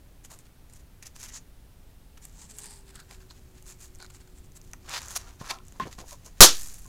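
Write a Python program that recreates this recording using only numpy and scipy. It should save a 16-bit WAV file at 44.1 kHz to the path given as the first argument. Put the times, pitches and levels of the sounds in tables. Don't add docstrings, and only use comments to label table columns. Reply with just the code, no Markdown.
import sys
import numpy as np
from scipy import signal
from scipy.fft import rfft, irfft
from scipy.io import wavfile
from scipy.ndimage import uniform_filter1d

SR = 44100
rng = np.random.default_rng(int(sys.argv[2]) if len(sys.argv) > 2 else 0)


def dump(signal):
    limited = np.clip(np.atleast_2d(signal).T, -1, 1)
    pcm = np.round(limited * 32767).astype(np.int16)
    wavfile.write(sys.argv[1], SR, pcm)


def rack_gain(trim_db):
    fader = np.asarray(trim_db, float)
    return 10 ** (fader / 20)


N = 303400

# (frequency [Hz], density [dB per Hz])
BLAST_SPECTRUM = [(60, -35), (170, -5), (470, -1), (800, -2.5), (1400, -3), (2100, -12.5), (3900, 0),
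                  (5200, -1), (6400, 3), (8400, -5), (11400, -3), (15400, -12.5)]
# (frequency [Hz], 60 dB decay time [s])
WALL_DECAY = [(100, 0.093), (300, 0.21), (800, 0.16), (2000, 0.23), (5000, 0.21), (12000, 0.15)]
BANG_S, BANG_DB = 6.4058, 1.5

# (frequency [Hz], width [Hz], level [dB])
CARD_MODES = [(929, 920, 1.5), (1780, 590, 6), (2550, 1190, 1.5)]
# (frequency [Hz], width [Hz], level [dB])
SCRAPE_MODES = [(2900, 4100, 7), (4700, 3300, 12)]
# (frequency [Hz], width [Hz], level [dB])
PORT_MODES = [(6600, 3700, -9.5)]
# (frequency [Hz], width [Hz], level [dB])
FIZZ_MODES = [(9030, 1400, 0.5), (10600, 2500, 3), (15050, 7600, -4)]
# (time [s], frequency [Hz])
GRAIN_PITCH = [(0.2, 7000), (0.72, 7300), (0.92, 6160), (2.4, 7180), (2.7, 8350), (3.29, 6800),
               (4.52, 7600), (4.68, 6770), (5.71, 6230), (5.82, 6540), (6.88, 6840)]
# (start [s], rise [s], fall [s], level [dB])
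SKIN_STROKES = [(.239, .013, .016, -53.5), (.301, .01, 0.052, -50.5), (.382, 0.017, .017, -62),
                (.692, .01, .018, -65), (.746, .017, .016, -58), (.785, .016, .014, -62),
                (1.024, 0.0075, .0084, -48), (1.053, .015, .014, -45), (1.15, 0.011, 0.021, -52),
                (1.187, .021, .024, -48.5), (1.219, 0.027, 0.025, -45.5), (1.275, 0.012, .021, -49.5),
                (2.214, .02, .046, -55), (2.278, 0.012, .044, -65), (2.576, 0.014, .0098, -45.5),
                (3.653, 0.039, 0.05, -51), (3.795, 0.026, 0.054, -50), (4.346, .019, .012, -63),
                (4.369, .013, .018, -60), (4.55, .018, 0.013, -51.5), (4.629, .011, 0.02, -62),
                (5.053, 0.0077, .016, -47.5), (5.076, 0.032, .017, -45), (5.105, .013, .045, -47),
                (5.153, 0.013, 0.01, -28.5), (6.062, .057, 0.036, -49.5), (6.246, 0.013, 0.03, -51)]
# (start [s], rise [s], fall [s], level [dB])
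CLOTH_STROKES = [(.723, .015, .014, -63), (1.324, 0.049, 0.017, -43), (2.319, .024, .035, -61),
                 (2.371, .052, .064, -53), (2.486, 0.027, 0.014, -50), (2.529, 0.026, 0.018, -55),
                 (2.6, 0.033, .016, -48.5), (2.637, 0.0071, 0.042, -47), (2.684, .02, 0.078, -51),
                 (2.753, 0.013, 0.042, -55), (3.295, .021, .012, -60), (3.937, .015, .02, -69),
                 (4.126, 0.036, .015, -56.5), (4.432, .018, .018, -62.5), (4.658, 0.016, 0.074, -66),
                 (5.012, .027, .024, -48)]
# (start [s], rise [s], fall [s], level [dB])
DRAG_STROKES = [(.446, 0.016, .013, -66), (2.171, 0.0042, 0.011, -61.5), (2.867, 0.037, 0.012, -58.5),
                (2.935, 0.029, 0.02, -57), (2.986, 0.017, 0.013, -57), (3.092, 0.028, .05, -57),
                (3.202, .012, 0.017, -62), (3.343, 0.035, 0.014, -63.5), (3.551, .027, 0.021, -64),
                (3.993, 0.0081, .01, -59), (4.012, .021, .027, -63), (4.098, 0.0091, 0.0046, -57),
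                (4.196, .016, 0.016, -64), (4.862, .095, 0.11, -51), (5.18, .0065, 0.058, -55),
                (5.262, 0.029, 0.028, -58.5), (5.394, .022, 0.013, -53), (5.42, 0.076, 0.063, -49.5),
                (5.742, 0.018, 0.022, -69), (5.853, .014, .033, -57), (5.909, .012, 0.032, -54),
                (5.98, 0.017, 0.027, -51), (6.365, 0.023, 0.024, -61)]
# (start [s], rise [s], fall [s], level [dB])
SHOVE_STROKES = [
    (4.907, .069, 0.013, -41.5),
    (5.491, 0.02, 0.01, -40.5),
    (5.797, 0.018, 0.031, -58),
]
# (scrape share [dB], fizz share [dB])
MATERIAL_SHARES = [
    (-9.5, -7),
    (-10.5, -17),
    (-1.5, -8),
    (6, -7.5),
]
# (start [s], end [s], level [dB])
HAND_SHUFFLE = [
    (2.4, 4.6, -73.5),
    (4.795, 5.4, -64.5),
    (5.6, 6.4, -68.5),
]
SHUFFLE_SCRAPE_DB, SHUFFLE_FIZZ_DB = -6, -10.5
SHOWER_DELAY_S, SHOWER_RISE_S, SHOWER_DB, SHOWER_DB_PER_S = 0.09, 0.07, -42, -63
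SHOWER_SCRAPE_DB, SHOWER_FIZZ_DB = -10.5, -4

# (start [s], rise [s], fall [s], level [dB], pitch
# [Hz])
CLEAR_NOTES = [(2.93, .059, .05, -58, 1500), (2.95, .062, .025, -64, 4300), (3.07, .07, 0.12, -69, 1480),
               (3.297, .011, 0.016, -53, 4200), (3.995, 0.023, .04, -55, 4200),
               (5.5, .036, .075, -53, 1060), (5.498, .023, 0.055, -49.5, 765),
               (5.5, .031, 0.078, -54.5, 1296), (5.86, .0087, 0.046, -57, 1040),
               (6.118, .01, .022, -53, 590), (6.11, .016, 0.029, -52.5, 1015), (2.33, .059, .12, -68, 920),
               (2.58, .08, .16, -62, 890), (3.2, .02, .02, -65, 1550), (6.255, .01, .02, -58, 1060),
               (1.328, .012, .05, -47, 6900), (2.62, .05, .12, -58, 4800)]
# (start [s], rise [s], fall [s], level [dB], pitch
# [Hz])
MUFFLED_NOTES = [(.3, 0.017, 0.049, -56.5, 950), (1.02, 0.038, .033, -60, 1890),
                 (1.19, 0.077, 0.13, -60, 2060), (2.17, 0.0071, .0073, -57.5, 1910),
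                 (3.1, .016, 0.0096, -55, 800), (4.869, 0.074, 0.018, -46, 1010),
                 (4.99, 0.071, 0.32, -51.5, 59), (5.0, 0.021, 0.29, -53.5, 1120),
                 (5.171, 0.0041, 0.0022, -31, 6300), (5.25, 0.034, 0.034, -58, 1010),
                 (5.43, 0.029, .075, -50, 1206), (5.853, 0.0035, 0.029, -40, 326),
                 (5.982, 0.011, 0.074, -51.5, 590), (6.251, 0.012, 0.024, -58, 590),
                 (5.8, 0.0025, 0.058, -43, 1970), (5.81, 0.011, 0.053, -44.5, 188),
                 (3.305, 0.0049, .015, -56.5, 1000), (4.734, 0.0012, 0.01, -47, 1200),
                 (4.0, 0.0089, .04, -58, 750), (5.41, 0.0044, 0.018, -47, 600),
                 (5.745, .015, 0.023, -61.5, 1000), (5.865, 0.0104, 0.038, -55.5, 600),
                 (5.985, .006, .04, -52, 230), (5.505, .006, .015, -48, 170)]
CLEAR_WIDTH, MUFFLED_WIDTH = 0.097, 0.49

# (time [s], peak [dB], centre [Hz])
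NAIL_SNAPS = [(.3894, -33.5, 7640), (.727, -45, 7500), (.7361, -36, 8500), (1.2013, -34, 7560),
              (1.2313, -33, 7100), (2.2527, -27, 7700), (2.5073, -34, 7800), (2.569, -39, 9600),
              (2.5857, -24.5, 7350), (2.591, -32, 6900), (2.6025, -34, 6860), (2.6587, -31, 8600),
              (2.9557, -31, 7800), (3.0015, -37, 4270), (3.135, -43, 8000), (3.6253, -36, 7000),
              (3.95, -38, 6700), (3.957, -38, 6600), (3.9869, -43, 8300), (4.064, -38.5, 4470),
              (4.52, -43, 6300), (4.6151, -39.5, 5740), (4.6755, -44, 6200), (4.7143, -42, 6400),
              (4.8945, -25, 6460), (5.0838, -26.5, 7000), (5.6519, -45, 7000), (5.6684, -43, 7900),
              (5.6828, -36.5, 6850)]
# (time [s], peak [dB], centre [Hz])
EDGE_TAPS = [(.2488, -34, 6500), (.6985, -44, 6770), (1.0264, -32, 6840), (1.163, -33, 6250),
             (1.267, -37, 7100), (2.1776, -42, 6600), (3.1109, -34, 4470), (3.309, -38, 4300),
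             (4.103, -39, 7100), (4.1467, -41, 7200), (4.734, -27.5, 6150), (4.74, -48, 10000),
             (5.018, -28, 6900), (5.113, -30.5, 7270), (5.5059, -24, 4700), (5.587, -42, 3480),
             (5.7234, -37.5, 6500)]
# (time [s], peak [dB], centre [Hz])
CRUMB_LANDINGS = [(6.554, -40, 10500), (6.5958, -37.5, 7500), (6.6196, -25, 6740), (6.6334, -25, 7350),
                  (6.6724, -27, 7460), (6.7426, -29, 9100), (6.748, -48, 7000), (6.7713, -41, 6670),
                  (6.791, -36, 11240), (6.8211, -37.5, 7540), (6.8342, -42.5, 7000), (6.8633, -35, 7500)]
SNAP_CARD_DB, TAP_CARD_DB, CRUMB_CARD_DB = -18.5, -6, -21.5

# (time [s], peak [dB], low push [dB], contact [s])
BOX_KNOCKS = [
    (5.412, -36, -30, .004),
    (5.512, -30, -50, .003),
    (5.856, -42, -34, .004),
    (5.984, -38, -42, .004),
    (6.855, -49, -52, .004),
    (5.7988, -22, -40, .0025),
    (5.8035, -28, -50, .004),
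    (5.8125, -31, -45, .004),
]
# (frequency [Hz], width [Hz], level [dB])
BOX_MODES = [(190, 60, -17), (385, 60, -17), (760, 220, -16), (950, 40, -11), (1055, 20, 2),
             (1180, 60, -11), (1440, 60, -14), (1840, 250, -22), (2800, 900, -31)]
# (frequency [Hz], width [Hz], level [dB])
TRAY_MODES = [(1480, 120, 0), (2270, 160, -9), (4300, 500, -8.5), (7000, 570, -8), (11000, 1100, -19.5),
              (850, 220, -12)]
# (time [s], peak [dB])
TRAY_CATCHES = [
    (4.0018, -37.5),
    (4.014, -40),
    (4.025, -35.5),
    (4.032, -42),
    (4.0452, -39),
    (4.053, -44),
    (4.106, -45),
    (4.149, -43),
    (4.275, -49),
    (4.215, -51),
]
CATCH_S = 0.0025

MOTOR_ON_S, MOTOR_OFF_S, MOTOR_FADE_S, MOTOR_DB = 2.5, 5.9, 0.04, -68.4
MOTOR_FREE_HZ, MOTOR_LOADED_HZ, MOTOR_SAG_S = 436, 368, 0.31

# (frequency [Hz], density [dB per Hz])
HISS_SPECTRUM = [(71, -55), (120, -6), (184, -14.5), (276, -9), (440, -12), (661, -16), (762, -16.5),
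                 (897, -17.5), (973, -19.5), (6310, -27), (15400, -27.5)]
# (frequency [Hz], density [dB per Hz])
RUMBLE_SPECTRUM = [(4.7, -41.5), (8.0, 2.5), (21, -2.5), (38, -0.5), (182, -16.5), (218, -21), (246, -18.5),
                   (300, -27), (390, -50.5), (660, -120)]
HISS_DB, RUMBLE_DB, RUMBLE_GROWTH_DB_PER_S, SWAY_DB = -62, -52.5, 0.4, 0.6
EDGE_HZ, CEILING = 16400, 1.05


def bang():
    out, t = np.zeros(N), np.arange(24000) / SR
    u = t / 0.000069
    shock = -(1 - u) * np.exp(-u)
    walls = coloured(room(24000, start=8.9), BLAST_SPECTRUM) * (1 - np.exp(-t / 0.00026))
    walls /= np.sqrt(np.mean(walls[:900] ** 2))
    venting = 1 + 0.71 * np.exp(-(t / 0.048) ** 4)
    lean = -1.9 * (1 - np.exp(-t / 0.0002)) * np.exp(-(t / 0.017) ** 2)
    add(out, BANG_S, rack_gain(BANG_DB) * (venting * walls + 6.7 * shock) + lean)
    return out


def rubbing():
    power, drive = np.zeros((4, N)), slips(count=5)
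    materials = (SKIN_STROKES, CLOTH_STROKES, DRAG_STROKES, SHOVE_STROKES)
    for strokes, material in zip(materials, MATERIAL_SHARES):
        split = shares(*material)[:, None]
        for s, rise, fall, db in strokes:
            add(power, s - rise / 3, rack_gain(db) ** 2 * split * stroke(rise, fall))

    for start, end, db in HAND_SHUFFLE:
        level = rack_gain(db) ** 2 * signal.windows.tukey(round((end - start) * SR), 0.3)
        add(power, start, level * shares(SHUFFLE_SCRAPE_DB, SHUFFLE_FIZZ_DB)[:, None])

    t = np.arange(SR) / SR
    shower = np.minimum(t / SHOWER_RISE_S, 1) * rack_gain(SHOWER_DB + SHOWER_DB_PER_S * (t - SHOWER_RISE_S))
    dust = shower ** 2 * shares(SHOWER_SCRAPE_DB, SHOWER_FIZZ_DB)[:, None]
    add(power, BANG_S + SHOWER_DELAY_S, dust)

    card = ring(ring(drive[0], CARD_MODES), CARD_MODES)
    scrape = ring(ring(drive[1], SCRAPE_MODES), SCRAPE_MODES)
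    fizz = ring(ring(drive[2], FIZZ_MODES), FIZZ_MODES)
    pitch = np.interp(np.arange(N) / SR, *np.transpose(GRAIN_PITCH))
    grain = evened(sing(drive[3], pitch, 2770)) + ring(drive[4], PORT_MODES)
    bands = (card, scrape, grain, fizz)
    return sum(np.sqrt(p) * evened(band) for p, band in zip(power, bands))


def sliding():
    out, drive = np.zeros(N), slips(count=1)[0]
    for rows, width in ((CLEAR_NOTES, CLEAR_WIDTH), (MUFFLED_NOTES, MUFFLED_WIDTH)):
        for s, rise, fall, db, hz in rows:
            power = stroke(rise, fall)
            rub = drive[round(s * SR):][:len(power)]
            note = sing(rub, np.full(len(power), hz), 2.14 * width * hz)
            add(out, s - rise / 3, rack_gain(db) * np.sqrt(power) * evened(note))
    return out


def ticks():
    out, t = np.zeros(N), np.arange(900) / SR
    groups = ((NAIL_SNAPS, SNAP_CARD_DB), (EDGE_TAPS, TAP_CARD_DB), (CRUMB_LANDINGS, CRUMB_CARD_DB))
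    for rows, card_db in groups:
        for s, db, hz in rows:
            rattle = 0.18 * rng.standard_normal(900) * rack_gain(-60 * t / 0.0061)
            snap = 1.0 * (t == 0) + rattle
            bright = ring(snap, [(hz, 1300, 0), (12800, 4000, -15)])
            card = ring(snap, CARD_MODES)
            add(out, s, rack_gain(db) * (bright / abs(bright).max() + rack_gain(card_db) * card / abs(card).max()))
    return out


def knocks():
    out, t = np.zeros(N), np.arange(6000) / SR
    u = t / 0.0019
    push = u * np.exp(1 - u) * np.cos(2 * np.pi * 110 * t)
    for s, db, push_db, contact in BOX_KNOCKS:
        blow = 24 * (t == 0) + rng.standard_normal(6000) * np.exp(-t / contact)
        box = ring(blow, BOX_MODES)
        add(out, s, rack_gain(db) * box / abs(box).max() + rack_gain(push_db) * push)
    return out


def judder():
    out, t = np.zeros(N), np.arange(2500) / SR
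    for s, db in TRAY_CATCHES:
        chatter = rng.standard_normal(len(t)) * np.exp(-t / CATCH_S)
        tray = ring(3 * (t == 0) + chatter, TRAY_MODES)
        add(out, s, rack_gain(db) * tray / abs(tray).max())
    return out


def whine():
    t = np.arange(N) / SR
    running = np.clip(np.minimum(t - MOTOR_ON_S, MOTOR_OFF_S - t) / MOTOR_FADE_S, 0, 1)
    sag = np.exp(-abs(t - MOTOR_ON_S) / MOTOR_SAG_S)
    hz = MOTOR_LOADED_HZ + (MOTOR_FREE_HZ - MOTOR_LOADED_HZ) * sag
    waver = wander(3000)
    return 1.4 * running * rack_gain(MOTOR_DB + 2.6 * waver) * np.sin(2 * np.pi * np.cumsum(hz) / SR)


def floor():
    hiss = rack_gain(HISS_DB) * evened(coloured(rng.standard_normal(N), HISS_SPECTRUM))
    rumble = evened(coloured(rng.standard_normal(N), RUMBLE_SPECTRUM))
    growth_db = RUMBLE_GROWTH_DB_PER_S * np.arange(N) / SR
    return hiss + rack_gain(RUMBLE_DB + growth_db + SWAY_DB * wander(15000)) * rumble


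def room(length, start):
    hz, t, z = signal.stft(rng.standard_normal(length), SR, nperseg=256)
    decay = rack_gain(-60 * t / read(WALL_DECAY, hz)[:, None])
    tail = signal.istft(z * decay, SR, nperseg=256)[1][:length]
    tail = tail * (np.arange(length) >= start)
    return tail / np.linalg.norm(tail)


def slips(count):
    size = rack_gain(1.7 * np.minimum(rng.exponential(1, N), 3)) * (rng.random(N) < 7000 / SR)
    grip = rack_gain(3.0 * evened(uniform_filter1d(rng.standard_normal(N), 110)))
    return grip * np.sqrt(evened(size) ** 2 + 0.7) * rng.standard_normal((count, N))


def stroke(rise, fall):
    swell = np.linspace(4 / 3, 0, max(round(4 / 3 * rise * SR), 9)) ** 1.9
    release = np.linspace(0, 4 / 3, max(round(4 / 3 * fall * SR), 9)) ** 2.0
    return np.exp(-2.8 * np.r_[swell, release])


def shares(scrape_db, fizz_db):
    return rack_gain([scrape_db - 0.5, scrape_db, 0, fizz_db]) ** 2


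def ring(x, modes):
    out = np.zeros(len(x))
    for k, (hz, width, db) in enumerate(modes):
        out += (-1) ** k * rack_gain(db) * signal.lfilter(*signal.iirpeak(hz, hz / width, SR), x)
    return out


def sing(x, hz, width):
    turn = np.exp(2j * np.pi * np.cumsum(hz) / SR)
    r = np.exp(-np.pi * width / SR)
    smooth = signal.lfilter([(1 - r) ** 2], [1, -2 * r, r * r], x / turn)
    return 2 * (turn * smooth).real


def coloured(x, points):
    return irfft(rfft(x) * rack_gain(read(points, np.fft.rfftfreq(len(x), 1 / SR))), len(x))


def wander(size):
    return evened(uniform_filter1d(uniform_filter1d(rng.standard_normal(N), size), size))


def evened(x):
    return x / np.sqrt(np.mean(x ** 2) + 1e-20)


def read(points, hz):
    f, value = np.transpose(points)
    return np.interp(np.log(hz + 1), np.log(f + 1), value)


def add(mix, s, sound):
    part = mix[..., round(s * SR):][..., :sound.shape[-1]]
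    part += sound[..., :part.shape[-1]]


def scene():
    near = rubbing() + sliding() + ticks() + knocks() + judder()
    wet = rack_gain(-17.0) * signal.fftconvolve(near, room(12000, start=60))[:N]
    return (near + wet + bang() + whine() + floor())[None]


def low_pass(x):
    return signal.sosfilt(signal.butter(12, 15570, fs=SR, output="sos"), x)


def record(dry):
    full = 1.6 * np.tanh(dry / 1.508)
    coupled = signal.lfilter(*signal.butter(1, 1.45, "high", fs=SR), full)
    edge = signal.firwin(255, EDGE_HZ, window=("kaiser", 8), fs=SR)[None]
    limited = signal.oaconvolve(coupled, edge, "same")
    return low_pass(np.clip(limited, -CEILING, CEILING))


dry = scene()
out = record(dry)
dump(out)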